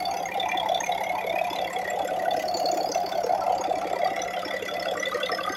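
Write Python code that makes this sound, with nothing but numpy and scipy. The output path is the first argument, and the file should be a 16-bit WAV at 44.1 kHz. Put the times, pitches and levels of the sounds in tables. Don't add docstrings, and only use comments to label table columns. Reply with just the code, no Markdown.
import sys
import numpy as np
from scipy import signal
from scipy.fft import rfft, irfft
from scipy.io import wavfile
from scipy.ndimage import uniform_filter1d

SR = 44100
rng = np.random.default_rng(int(sys.argv[2]) if len(sys.argv) > 2 else 0)


def wrap_up_sound(samples):
    columns = np.atleast_2d(samples).T
    tamed = np.clip(columns, -1, 1)
    steps = np.round(tamed * 32767).astype(np.int16)
    wavfile.write(sys.argv[1], SR, steps)


N = 245195
TIME = np.arange(N) / SR
IDLE_RPM = 691.3
CYCLE = round(2 * 60 / IDLE_RPM * SR)
MODE_DRIFTS_PER_S = 5.095

# angle_deg, tick_db, shield_db, brackets_db, clamps_db, pump_db, pipes_db
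INJECTIONS = [(0.0, 13, 8, 1, 7, 10.5, 5), (123.6, 7.5, -4, 1.5, -2, 12, 7),
              (238, 12, -3.5, -0.5, -2.5, 12.5, 10), (355, 9.5, 8, -3, 3, 8.5, 2),
              (479.5, 9.5, 0, 4, 3, 8, 13), (601.3, 14, 0, 7, -9.5, 5, 8.5)]


def knocking(crank_deg):
    # angle_deg, block_db, cover_db, casting_db
    knocks = [(20.48, -3.5, 0.5, -3), (68.83, 2.5, 2.5, -4.5), (133.53, 2, 6, -9.5),
              (173.5, -0.5, 11.5, -31), (220.6, 0, 0, -7.5), (273.0, 6, 3, -37), (313.0, 4, -2, -28),
              (365.0, 5, -1.5, -4), (417.0, 8, -2.5, -4), (489, 2, -6.5, 7.5), (530.0, 1, -3.5, -1),
              (559.4, -3, -25, -3), (601.6, -4.5, 2, 11), (696, -1.5, -11, 1.5)]
    # angle_deg, level_db
    thumps = [(25, -11), (80, -8), (162, -1.5), (392, -1), (490, -53), (530, 2), (682, -3.5)]
    # pitch_hz, width_hz, level_db
    block_modes = [(650, 40, 1.5), (702.5, 86, 6), (739, 50, 7.5), (802, 46, -6.5)]
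    cover_modes = [(472.4, 64, -8.5), (524.3, 50, 1), (590.3, 45, 1)]
    casting_modes = [(861.5, 49, 3), (965, 58, -1), (1049, 34, -10)]
    sump_modes = [(310, 55, 0), (383.6, 59, 0)]
    # time_s, pitch_ratio
    block_pitch = [(0.0, 1), (4.0, 1), (5.1, 0.933), (5.56, 1)]
    # time_s, level_db
    block_level = [(0.0, -30.5), (0.1, -27.5), (0.26, -32), (0.31, -43), (0.36, -27.5), (0.5, -33),
                   (0.56, -26.5), (0.63, -31.5), (0.75, -30), (0.84, -40.5), (0.92, -24), (0.98, -34.5),
                   (1.1, -29), (1.24, -33.5), (1.31, -28), (1.46, -27.5), (1.53, -39), (1.57, -30),
                   (1.64, -29), (1.71, -41), (1.77, -26), (1.84, -36), (2.0, -26.5), (2.06, -35),
                   (2.16, -29), (2.64, -28), (2.8, -25.5), (2.91, -38.5), (3.0, -26), (3.1, -34.5),
                   (3.16, -25.5), (3.26, -33.5), (3.34, -25.5), (3.43, -30.5), (3.54, -25.5), (3.6, -35.5),
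                   (3.65, -27.5), (3.85, -30), (3.89, -37.5), (4.04, -25), (4.15, -34), (4.21, -28.5),
                   (4.31, -37), (4.38, -28.5), (4.46, -45), (4.52, -33.5), (4.65, -48), (4.77, -32),
                   (4.82, -33), (4.89, -28.5), (4.93, -29), (4.98, -50), (5.07, -43), (5.13, -67),
                   (5.18, -36), (5.27, -48), (5.32, -27.5), (5.44, -46), (5.5, -32), (5.56, -49)]
    # time_s, level_db
    cover_level = [(0.0, -52), (0.2, -37.5), (0.4, -41.5), (0.5, -45), (0.71, -39.5), (1.18, -39),
                   (1.28, -35), (1.37, -65), (1.59, -31), (1.7, -38), (2.11, -31), (2.48, -42),
                   (2.61, -35.5), (2.85, -33), (3.08, -41.5), (3.29, -35.5), (3.66, -33), (3.79, -37.5),
                   (4.04, -30), (4.15, -36), (5.17, -32.5), (5.33, -36.5), (5.46, -34.5), (5.56, -43)]
    casting_level = [(0.0, -61), (0.1, -36), (0.38, -40.5), (0.47, -29), (0.58, -34), (0.65, -24.5),
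                     (0.74, -37.5), (1.17, -27), (1.28, -40.5), (1.52, -33.5), (1.79, -41.5), (2.02, -39),
                     (2.14, -61), (2.23, -40.5), (2.46, -60), (2.56, -34), (2.68, -54), (2.89, -38),
                     (3.17, -41), (3.32, -36), (3.5, -29.5), (3.87, -48), (3.97, -34), (4.07, -49),
                     (4.38, -58), (4.48, -37), (4.56, -54), (5.07, -66), (5.47, -62), (5.56, -49)]
    sump_level = [(0.0, -43), (1.39, -48), (2.0, -41), (2.9, -36.5), (3.45, -42), (3.9, -36), (4.31, -45),
                  (4.6, -42), (5.56, -41.5)]
    block = heavy_part(crank_deg, column(knocks, 1), block_modes, scatter_db=1.5, surge_db=4,
                       jitter_s=0.0004, grit=0.2, grit_s=0.0022, waver=0.04, pitch=curves(block_pitch)[0])
    cover = heavy_part(crank_deg, column(knocks, 2), cover_modes, scatter_db=4, surge_db=3.5,
                       jitter_s=0.0004, grit=0.49, grit_s=0.0046, waver=0.03)
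    casting = heavy_part(crank_deg, column(knocks, 3), casting_modes, scatter_db=6.5, surge_db=0,
                         jitter_s=0.0006, grit=0.48, grit_s=0.00054, waver=0.021)
    sump = heavy_part(crank_deg, thumps, sump_modes, scatter_db=5, surge_db=2,
                      jitter_s=0.00056, grit=0.64, grit_s=0.011, waver=0.025)
    return (from_db(curves(block_level)[0] + 0.34) * evened(block, CYCLE // 3)
            + from_db(curves(cover_level)[0] - 1.3) * evened(cover, CYCLE // 2)
            + from_db(curves(casting_level)[0] - 4.5) * evened(casting, CYCLE // 2)
            + from_db(curves(sump_level)[0] - 5) * evened(sump, CYCLE))


def heavy_part(crank_deg, pattern, modes, scatter_db, surge_db, jitter_s, grit, grit_s, waver, pitch=1):
    bend = pitch + waver * drift(TIME * 14)
    out = 0
    for k, (hz, width_hz, db) in enumerate(modes):
        clicks = blows(crank_deg, pattern, scatter_db, jitter_s)
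        chatter = fade(clicks, grit_s) * rng.standard_normal(N) / np.sqrt(grit_s * SR / 2)
        polarity = (-1) ** k
        force = (clicks * polarity + grit * chatter) * from_db(surge_db * surge())
        out = out + from_db(db) * rms_one(wavering_mode(force, hz * bend, width_hz))
    return out


def hard_knocks():
    # start_s, pitch_hz, level_db, length_s
    strikes = [(0.349, 680, -21.5, 0.008), (0.376, 525, -21.5, 0.01), (0.433, 730, -18, 0.0091),
               (0.456, 840, -23, 0.0074), (0.539, 964, -24.5, 0.01), (0.546, 330, -29.5, 0.015),
               (0.626, 886, -23, 0.0078), (0.694, 653, -15, 0.0071), (0.713, 710, -14.5, 0.0089),
               (0.751, 701, -15.5, 0.01), (0.801, 894, -21.5, 0.009), (0.89, 727, -21.5, 0.0071),
               (0.974, 897, -26, 0.011), (1.016, 766, -23.5, 0.011), (1.146, 910, -25, 0.0099),
               (1.175, 964, -30, 0.0063), (1.242, 510, -21, 0.0071), (1.324, 947, -28, 0.0077),
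               (1.334, 340, -28, 0.0091), (1.355, 745, -17.5, 0.011), (1.409, 725, -17, 0.0093),
               (1.482, 867, -24.5, 0.0078), (1.506, 332, -28, 0.011), (1.526, 937, -23, 0.0085),
               (1.999, 592, -20.5, 0.0095), (2.112, 650, -16.5, 0.0076), (2.228, 688, -20.5, 0.014),
               (2.275, 727, -18, 0.011), (2.315, 752, -18, 0.0071), (2.339, 730, -18, 0.013),
               (2.361, 493, -24, 0.02), (2.545, 337, -22, 0.0094), (2.6, 655, -19, 0.015),
               (2.625, 706, -18, 0.0088), (2.646, 515, -21.5, 0.011), (2.665, 720, -19.5, 0.0099),
               (2.689, 708, -18, 0.013), (2.723, 360, -25, 0.012), (2.756, 334, -24, 0.0099),
               (2.783, 725, -20.5, 0.014), (2.834, 758, -18.5, 0.015), (2.868, 688, -19, 0.0063),
               (2.891, 487, -21, 0.0066), (2.894, 358, -28, 0.0077), (2.954, 679, -15, 0.0062),
               (2.968, 715, -15.5, 0.012), (3.185, 730, -20.5, 0.01), (3.239, 493, -18, 0.0095),
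               (3.258, 490, -23.5, 0.021), (3.29, 662, -18, 0.0072), (3.303, 732, -15.5, 0.0066),
               (3.327, 706, -19, 0.013), (3.433, 965, -32, 0.014), (3.463, 686, -18, 0.0056),
               (3.476, 680, -16.5, 0.0071), (3.496, 755, -19, 0.013), (3.524, 678, -18.5, 0.011),
               (3.581, 525, -28, 0.031), (3.606, 965, -29, 0.0091), (3.674, 322, -29, 0.014),
               (3.685, 510, -22.5, 0.016), (3.704, 737, -18, 0.013), (3.845, 332, -31, 0.013),
               (3.861, 484, -26, 0.017), (3.908, 714, -22, 0.009), (3.929, 690, -18, 0.0086),
               (4.024, 590, -24, 0.011), (4.055, 741, -18, 0.012), (4.075, 709, -19, 0.012),
               (4.111, 327, -26, 0.0061), (4.456, 329, -26, 0.0094), (4.535, 532, -20.5, 0.015),
               (4.622, 483, -19.5, 0.0079), (4.916, 525, -18.5, 0.0071), (4.961, 486, -26.5, 0.021),
               (5.137, 493, -20, 0.021), (5.231, 531, -21.5, 0.011), (5.314, 476, -21.5, 0.011),
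               (5.497, 330, -26, 0.0089)]
    return damped_notes(strikes, gain_db=-2, tail_db=-14, tail_s=0.02, rough=0.06, rough_hz=120)


def rattle(crank_deg):
    # pitch_hz, spread_hz, level_db
    shield_modes = [(1187, 46.3, -3.5), (1280, 54, -7.5), (1365, 36.5, 0.5), (1518, 34, 0)]
    bracket_modes = [(1837, 24.5, 1.7), (1967, 14, 6.7), (1988, 9, 13)]
    clamp_modes = [(2162, 62, 10.4), (2338, 29, 8.4), (2640, 110, 9.5), (2720, 70, 0.55)]
    pump_modes = [(3016, 120, 3), (3340, 60, 10.5), (3444, 18.6, 7.5), (3546, 98, 3), (3850, 160, 0.5)]
    pipe_modes = [(4240, 50, 0), (4500, 36, 13), (4660, 83, 5), (4940, 120, 10.5), (5180, 62, 4.5),
                  (5600, 110, 6.5), (6020, 68, -1.5), (6530, 130, 2), (6400, 42, -4.5), (6840, 120, 1),
                  (7520, 120, 1)]
    # time_s, shield_db, brackets_db, clamps_db, pump_db, pipes_db
    part_levels = [(0.0, -45.5, -58.5, -42.5, -52.5, -41.5), (0.56, -61, -37, -38.5, -43, -61),
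                   (0.7, -50, -49.5, -52, -39, -42.5), (0.83, -59, -44.5, -40.5, -42, -56),
                   (1.39, -56, -44.5, -39.5, -48.5, -55.5), (1.53, -61, -48.5, -40, -39.5, -46),
                   (1.81, -52, -35.5, -43.5, -44, -54), (2.08, -49, -50, -48, -45, -60.5),
                   (2.36, -49, -43, -53, -57, -45), (2.64, -51.5, -58, -47, -52, -37.5),
                   (3.06, -46, -56, -49.5, -49.5, -42.5), (3.34, -46.5, -58, -50.5, -55.5, -48.5),
                   (4.17, -44.5, -41, -40.5, -43, -50.5), (5.56, -36.5, -41.5, -47.5, -42.5, -44)]
    shield_db, brackets_db, clamps_db, pump_db, pipes_db = curves(part_levels)
    shield = light_part(crank_deg, column(INJECTIONS, 2), shield_modes, lag_deg=28.6,
                        scatter_db=9, jitter_s=0.0046, length_s=0.006, tail=0.59)
    brackets = light_part(crank_deg, column(INJECTIONS, 3), bracket_modes, lag_deg=14.2,
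                          scatter_db=6.5, jitter_s=0.0037, length_s=0.0064, tail=0.52)
    clamps = light_part(crank_deg, column(INJECTIONS, 4), clamp_modes, lag_deg=6.9,
                        scatter_db=9, jitter_s=0.0014, length_s=0.0063, tail=0.47)
    pump = light_part(crank_deg, column(INJECTIONS, 5), pump_modes, lag_deg=2.2,
                      scatter_db=8.5, jitter_s=0.0015, length_s=0.0091, tail=0.1)
    pipes = light_part(crank_deg, column(INJECTIONS, 6), pipe_modes, lag_deg=1.7,
                       scatter_db=11, jitter_s=0.00085, length_s=0.0063, tail=0.37)
    return (from_db(pipes_db - 3) * pipes + from_db(pump_db - 3) * pump + from_db(clamps_db - 3.5) * clamps
            + from_db(brackets_db - 1) * brackets + from_db(shield_db - 2) * shield)


def light_part(crank_deg, pattern, modes, lag_deg, scatter_db, jitter_s, length_s, tail):
    bounce_deg, bounce_db, drift_db = 42, -10, 6.5
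    firing = np.maximum((crank_deg - lag_deg + 10) // 120 + 1, 0).astype(int)
    age = np.arange(SR // 12) / SR / length_s
    clink = swell(age) + tail * np.minimum(age, 1) ** 2 * np.exp(-age / 2.8)
    out = 0
    for hz, spread_hz, db in modes:
        hits = blows(crank_deg - lag_deg, pattern, scatter_db, jitter_s)
        bounces = blows(crank_deg - lag_deg - bounce_deg, pattern, scatter_db, jitter_s=0.004)
        envelope = signal.oaconvolve(hits + from_db(bounce_db) * bounces, clink)[:N]
        envelope *= from_db(drift_db * drift(TIME * MODE_DRIFTS_PER_S))
        pitch_hz = hz + spread_hz * rng.standard_normal(size=256)[firing]
        out = out + from_db(db) * rms_one(envelope * np.sin(2 * np.pi * np.cumsum(pitch_hz) / SR))
    return evened(out, CYCLE)


def loose_clinks():
    # start_s, pitch_hz, level_db, length_s
    pings = [(0.05, 3500, -27, 0.0087), (0.051, 4590, -25.5, 0.0085), (0.107, 6490, -33, 0.008),
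             (0.109, 4470, -36, 0.0072), (0.226, 4760, -39, 0.0078), (0.167, 6000, -34, 0.0071),
             (0.253, 6500, -31, 0.01), (0.284, 1866, -27.5, 0.0093), (0.315, 2376, -27, 0.0086),
             (0.396, 3557, -20.0, 0.006), (0.425, 3440, -29, 0.0057), (0.454, 2412, -29, 0.0083),
             (0.484, 6280, -33.5, 0.0067), (0.489, 2350, -25.5, 0.011), (0.512, 2396, -23, 0.011),
             (0.57, 3475, -19.5, 0.0066), (0.596, 3340, -21, 0.0062), (0.686, 3420, -30, 0.0072),
             (0.743, 3520, -20, 0.0074), (0.771, 3546, -26, 0.0066), (0.801, 6450, -21.5, 0.0075),
             (0.805, 1816, -26.5, 0.0069), (0.835, 2410, -25, 0.0072), (0.84, 6350, -31.0, 0.0067),
             (0.86, 6230, -31, 0.012), (0.862, 2140, -24.5, 0.0091), (0.917, 3820, -25.5, 0.0075),
             (0.975, 2153, -28.5, 0.008), (0.976, 3460, -32, 0.008), (1.034, 5970, -34, 0.008),
             (1.035, 2106, -30, 0.012), (1.092, 2180, -26.5, 0.013), (1.181, 2450, -29.5, 0.013),
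             (1.266, 2190, -29.0, 0.014), (1.294, 3570, -28, 0.0091), (1.295, 2230, -30, 0.011),
             (1.351, 2460, -27.5, 0.015), (1.382, 2513, -24.5, 0.013), (1.446, 2420, -27.5, 0.0072),
             (1.526, 3488, -30.5, 0.01), (1.557, 3990, -32, 0.0073), (1.584, 3570, -26.5, 0.007),
             (1.673, 2140, -30, 0.0092), (1.727, 7590, -35.5, 0.0083), (1.845, 1896, -26, 0.012),
             (1.882, 1920, -24, 0.011), (1.898, 7420, -30.5, 0.0086), (2.071, 7420, -35, 0.0071),
             (2.084, 1486, -30, 0.009), (2.194, 1910, -28.5, 0.0065), (2.252, 1477, -28.5, 0.01),
             (2.305, 3490, -26.5, 0.01), (2.364, 5130, -35, 0.013), (2.398, 2000, -30.5, 0.017),
             (2.479, 4410, -25, 0.0071), (2.537, 4500, -26.0, 0.012), (2.567, 4280, -30, 0.0066),
             (2.654, 4360, -21, 0.0054), (2.683, 4460, -27, 0.0054), (2.803, 4440, -28.5, 0.0092),
             (2.913, 5040, -33, 0.014), (2.914, 5800, -29.5, 0.008), (2.914, 6350, -29, 0.008),
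             (2.917, 4610, -30.5, 0.008), (2.943, 2690, -31.5, 0.0099), (2.945, 6050, -29.5, 0.008),
             (3.087, 4580, -36.5, 0.0059), (3.119, 3490, -32, 0.0098), (3.234, 5380, -37, 0.011),
             (3.236, 6580, -36, 0.0083), (3.406, 1340, -30.5, 0.022), (3.549, 7440, -43, 0.008),
             (3.577, 4800, -36.5, 0.01), (3.607, 6590, -28.5, 0.0095), (3.636, 4800, -37, 0.0072),
             (3.637, 3467, -34, 0.0084), (4.026, 1990, -30.5, 0.013), (4.043, 4660, -31.5, 0.01),
             (4.054, 1186, -30, 0.0093), (4.055, 1970, -28.5, 0.0088), (4.142, 1980, -28.5, 0.0092),
             (4.189, 2026, -29.5, 0.015), (4.215, 5940, -26, 0.0071), (4.372, 2020, -31, 0.014),
             (4.424, 1280, -27.5, 0.012), (4.447, 5380, -29, 0.01), (4.476, 3370, -31, 0.011),
             (4.507, 1970, -29, 0.043), (4.559, 1956, -26, 0.013), (4.679, 3400, -31, 0.014),
             (4.738, 2014, -30.0, 0.032), (4.794, 5270, -29, 0.0064), (4.823, 4400, -32.5, 0.0071),
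             (4.88, 3390, -26.5, 0.007), (4.907, 3440, -33, 0.008), (4.972, 1900, -26, 0.0065),
             (4.995, 5920, -27, 0.0074), (5.022, 1990, -21, 0.013), (5.052, 3520, -24.5, 0.0051),
             (5.061, 1990, -27, 0.02), (5.115, 1246, -24.5, 0.019), (5.142, 1877, -26, 0.013),
             (5.154, 1265, -28, 0.01), (5.183, 1200, -29.0, 0.01), (5.202, 1480, -28, 0.015),
             (5.227, 2720, -26.5, 0.0064), (5.228, 3440, -22, 0.0053), (5.256, 3680, -26.0, 0.0071),
             (5.263, 2030, -25.5, 0.01), (5.291, 1298, -23, 0.0097), (5.314, 5290, -26.5, 0.0065),
             (5.321, 1860, -24.5, 0.011), (5.343, 5180, -27.5, 0.01), (5.385, 1190, -25, 0.011),
             (5.403, 2690, -29.5, 0.0078), (5.43, 3450, -29, 0.011), (5.445, 1230, -24.5, 0.011),
             (5.473, 1231, -21, 0.011), (5.494, 1940, -27, 0.0073), (5.52, 6300, -33, 0.0097),
             (5.534, 1210, -30, 0.0086)]
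    return damped_notes(pings, gain_db=-1.2, tail_db=-12, tail_s=0.024, rough=0.13, rough_hz=300)


def damped_notes(events, gain_db, tail_db, tail_s, rough, rough_hz):
    out, t = np.zeros(N + SR), np.arange(SR // 8) / SR
    for start_s, hz, db, length_s in events:
        age = t / max(length_s, 0.008)
        tail = from_db(tail_db) * np.minimum(age, 1) * np.exp(-t / tail_s)
        tone = np.sin(2 * np.pi * (hz * t + rng.random()))
        roughness = rough * rms_one(resonate(rng.standard_normal(len(t)), hz, width_hz=rough_hz))
        at = max(round(start_s * SR), 0)
        out[at:at + len(t)] += from_db(db + gain_db) * (swell(age) + tail) * (tone + roughness)
    return out[:N]


def injectors(crank_deg):
    # frequency_hz, level_db
    tick_spectrum = [(1200, 12.5), (2500, 15.5), (4000, 8), (6300, 11), (8000, 1), (10000, -7.5),
                     (13000, -33), (15500, -71)]
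    fizz_spectrum = [(9000, -45), (12500, -2), (14000, -8), (15600, -7), (16000, -12)]
    # pitch_hz, spread_hz, level_db
    nozzle_modes = [(9000, 280, -1), (9600, 260, -8), (10230, 120, -0.5), (10820, 310, 2), (11570, 200, 7),
                    (12450, 200, -7)]
    # time_s, level_db
    fizz_level = [(0.0, -61.0), (2.08, -72.0), (2.43, -58.5), (2.78, -54.5), (3.3, -63.5), (3.47, -72.5),
                  (4.86, -70.0), (5.04, -75.5), (5.56, -69.0)]
    nozzle_level = [(0.0, -56.5), (0.68, -60.5), (0.85, -56), (3.78, -62), (5.5, -56.5)]
    rise_s, blur_s, bay_share = 0.0013, 0.005, 0.38
    fizz_db, nozzle_db = curves(fizz_level)[0], curves(nozzle_level)[0]
    ticks = column(INJECTIONS, 1)
    clicks = blows(crank_deg + 1, ticks, scatter_db=2.5, jitter_s=0.00071)
    onset = fade(fade(clicks, rise_s), rise_s)
    spit = rms_one(rms_one(fade(onset, seconds=0.004)) + 0.73)
    blurred = uniform_filter1d(onset, size=round(blur_s * SR))
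    snap = rms_one(fade(blurred, seconds=0.0056) + bay_share * fade(blurred, seconds=0.023))
    grit = from_db(-49.5) * patchy(coloured_noise(tick_spectrum), crank_deg)
    fizz = from_db(fizz_db + 2) * coloured_noise(fizz_spectrum)
    ring = light_part(crank_deg, ticks, nozzle_modes, lag_deg=-2,
                      scatter_db=7, jitter_s=0.001, length_s=0.0045, tail=0.86)
    spray = spit * rng.standard_normal(N)
    sizzle_hz = 11570 + 150 * drift(TIME * MODE_DRIFTS_PER_S)
    sizzle = rms_one(wavering_mode(spray, sizzle_hz, width_hz=840))
    return snap * grit + spit * fizz + from_db(nozzle_db - 1) * ring + from_db(nozzle_db - 1.5) * sizzle


def bay(x, decay_s=0.018, echo_db=-10.5):
    t = np.arange(SR // 6) / SR
    echoes = rng.standard_normal(len(t)) * np.exp(-t / decay_s) * np.minimum(t / decay_s, 1)
    return x + from_db(echo_db) * signal.oaconvolve(x, echoes / np.linalg.norm(echoes))[:N]


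def exhaust_drone(crank_deg):
    # harmonic_number, relative_db
    strong = [(9, -68.5), (10, -70.5), (14, -66.5), (18, -65.5), (24, -66), (28, -65.5), (30, -53.5),
              (32, -54.5), (34, -54), (35, -59.5), (36, -61), (38, -61.5)]
    weak = [(k, -76) for k in range(8, 43) if k not in dict(strong)]
    cycles, out = crank_deg / 720, 0
    for k, db in strong + weak:
        waver = 1 + 0.3 * drift(TIME * 8)
        out = out + from_db(db) * waver * np.sin(2 * np.pi * (k * cycles + rng.random()))
    return from_db(-49) * evened(out, CYCLE // 8)


def fan_and_gears():
    # frequency_hz, level_db
    wash_spectrum = [(25, -7), (60, 17), (120, -5), (190, 11), (250, 19), (420, 22), (700, 23), (1100, 16),
                     (2200, 10.5), (4000, -6.5), (15000, -35)]
    return from_db(-45) * coloured_noise(wash_spectrum)


def blows(crank_deg, pattern, scatter_db, jitter_s):
    angle_deg, db = np.transpose(pattern)
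    angles = (720 * np.arange(34)[:, None] + angle_deg).ravel()
    lateness, strength = rng.standard_normal((len(angles), 2)).T
    due = np.interp(angles, crank_deg, np.arange(N), right=2 * N)
    at = np.round(due + jitter_s * SR * lateness).astype(int).clip(0)
    sizes = from_db(np.resize(db, len(angles)) + scatter_db * np.clip(strength, -2, 2))
    heard = at < N
    return np.bincount(at[heard], sizes[heard], N)


def wavering_mode(x, hz, width_hz):
    carrier = np.exp(2j * np.pi * np.cumsum(hz) / SR)
    decay_s = 1 / (np.pi * width_hz)
    return np.real(carrier * fade(fade(x / carrier, decay_s), decay_s))


def resonate(x, hz, width_hz):
    r = np.exp(-np.pi * width_hz / SR)
    feedback = [1, -2 * r * np.cos(2 * np.pi * hz / SR), r * r]
    return signal.lfilter(np.array([1, 0, -1]) * (1 - r * r) / 2, feedback, x + 1e-18)


def patchy(noise, crank_deg, width_hz=400, swing_db=4.5):
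    spectrum = rfft(noise)
    band = np.arange(len(spectrum)) * SR / N // width_hz % 9
    return rms_one(sum(irfft(spectrum * (band == k), N) * from_db(swing_db * drift(crank_deg / 120))
                       for k in np.unique(band)))


def coloured_noise(spectrum):
    hz, db = np.transpose(spectrum)
    bins_hz = np.maximum(np.arange(N // 2 + 1) * SR / N, 1)
    low_cut = np.minimum(bins_hz / hz[0], 1) ** 2
    gain = from_db(np.interp(np.log(bins_hz), np.log(hz), db)) * low_cut
    return rms_one(irfft(rfft(rng.standard_normal(N)) * gain, N))


def surge(hz=3.14):
    return np.tanh(coloured_noise([(hz / 2, -6), (hz, 0), (2 * hz, -12), (10 * hz, -110)])) / 0.63


def drift(steps):
    return np.interp(steps, np.arange(256), rng.standard_normal(size=256))


def swell(age):
    return np.sin(np.pi * np.minimum(age / 1.6, 1)) ** 2


def fade(x, seconds):
    return signal.lfilter([1], [1, -np.exp(-1 / (seconds * SR))], x + 1e-18)


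def evened(x, samples):
    return x / np.sqrt(np.abs(uniform_filter1d(x ** 2, samples)) + 1e-4 * np.mean(x ** 2))


def curves(rows):
    time_s, *columns = np.transpose(rows)
    return [np.interp(TIME, time_s, values) for values in columns]


def column(table, index):
    return np.array(table)[:, [0, index]]


def from_db(db):
    return 10 ** (np.asarray(db) / 20)


def rms_one(x):
    return x / np.sqrt(np.mean(x ** 2) + 1e-20)


def scene():
    hunt_rpm, hunt_period_s, start_deg = 2.8, 1.37, 31.1
    rpm = IDLE_RPM + hunt_rpm * np.sin(2 * np.pi * (TIME - 0.1) / hunt_period_s)
    crank_deg = start_deg + np.cumsum(rpm) * 360 / 60 / SR
    wash = fan_and_gears()
    clinks = loose_clinks()
    knocks = hard_knocks() + knocking(crank_deg)
    engine = knocks + injectors(crank_deg) + bay(rattle(crank_deg) + clinks) + exhaust_drone(crank_deg)
    return (engine + wash)[None]


def record(dry):
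    cutoff_hz = 16000
    return signal.sosfilt(signal.ellip(10, 0.1, 80, cutoff_hz, fs=SR, output="sos"), dry)


dry = scene()
out = record(dry)
wrap_up_sound(out)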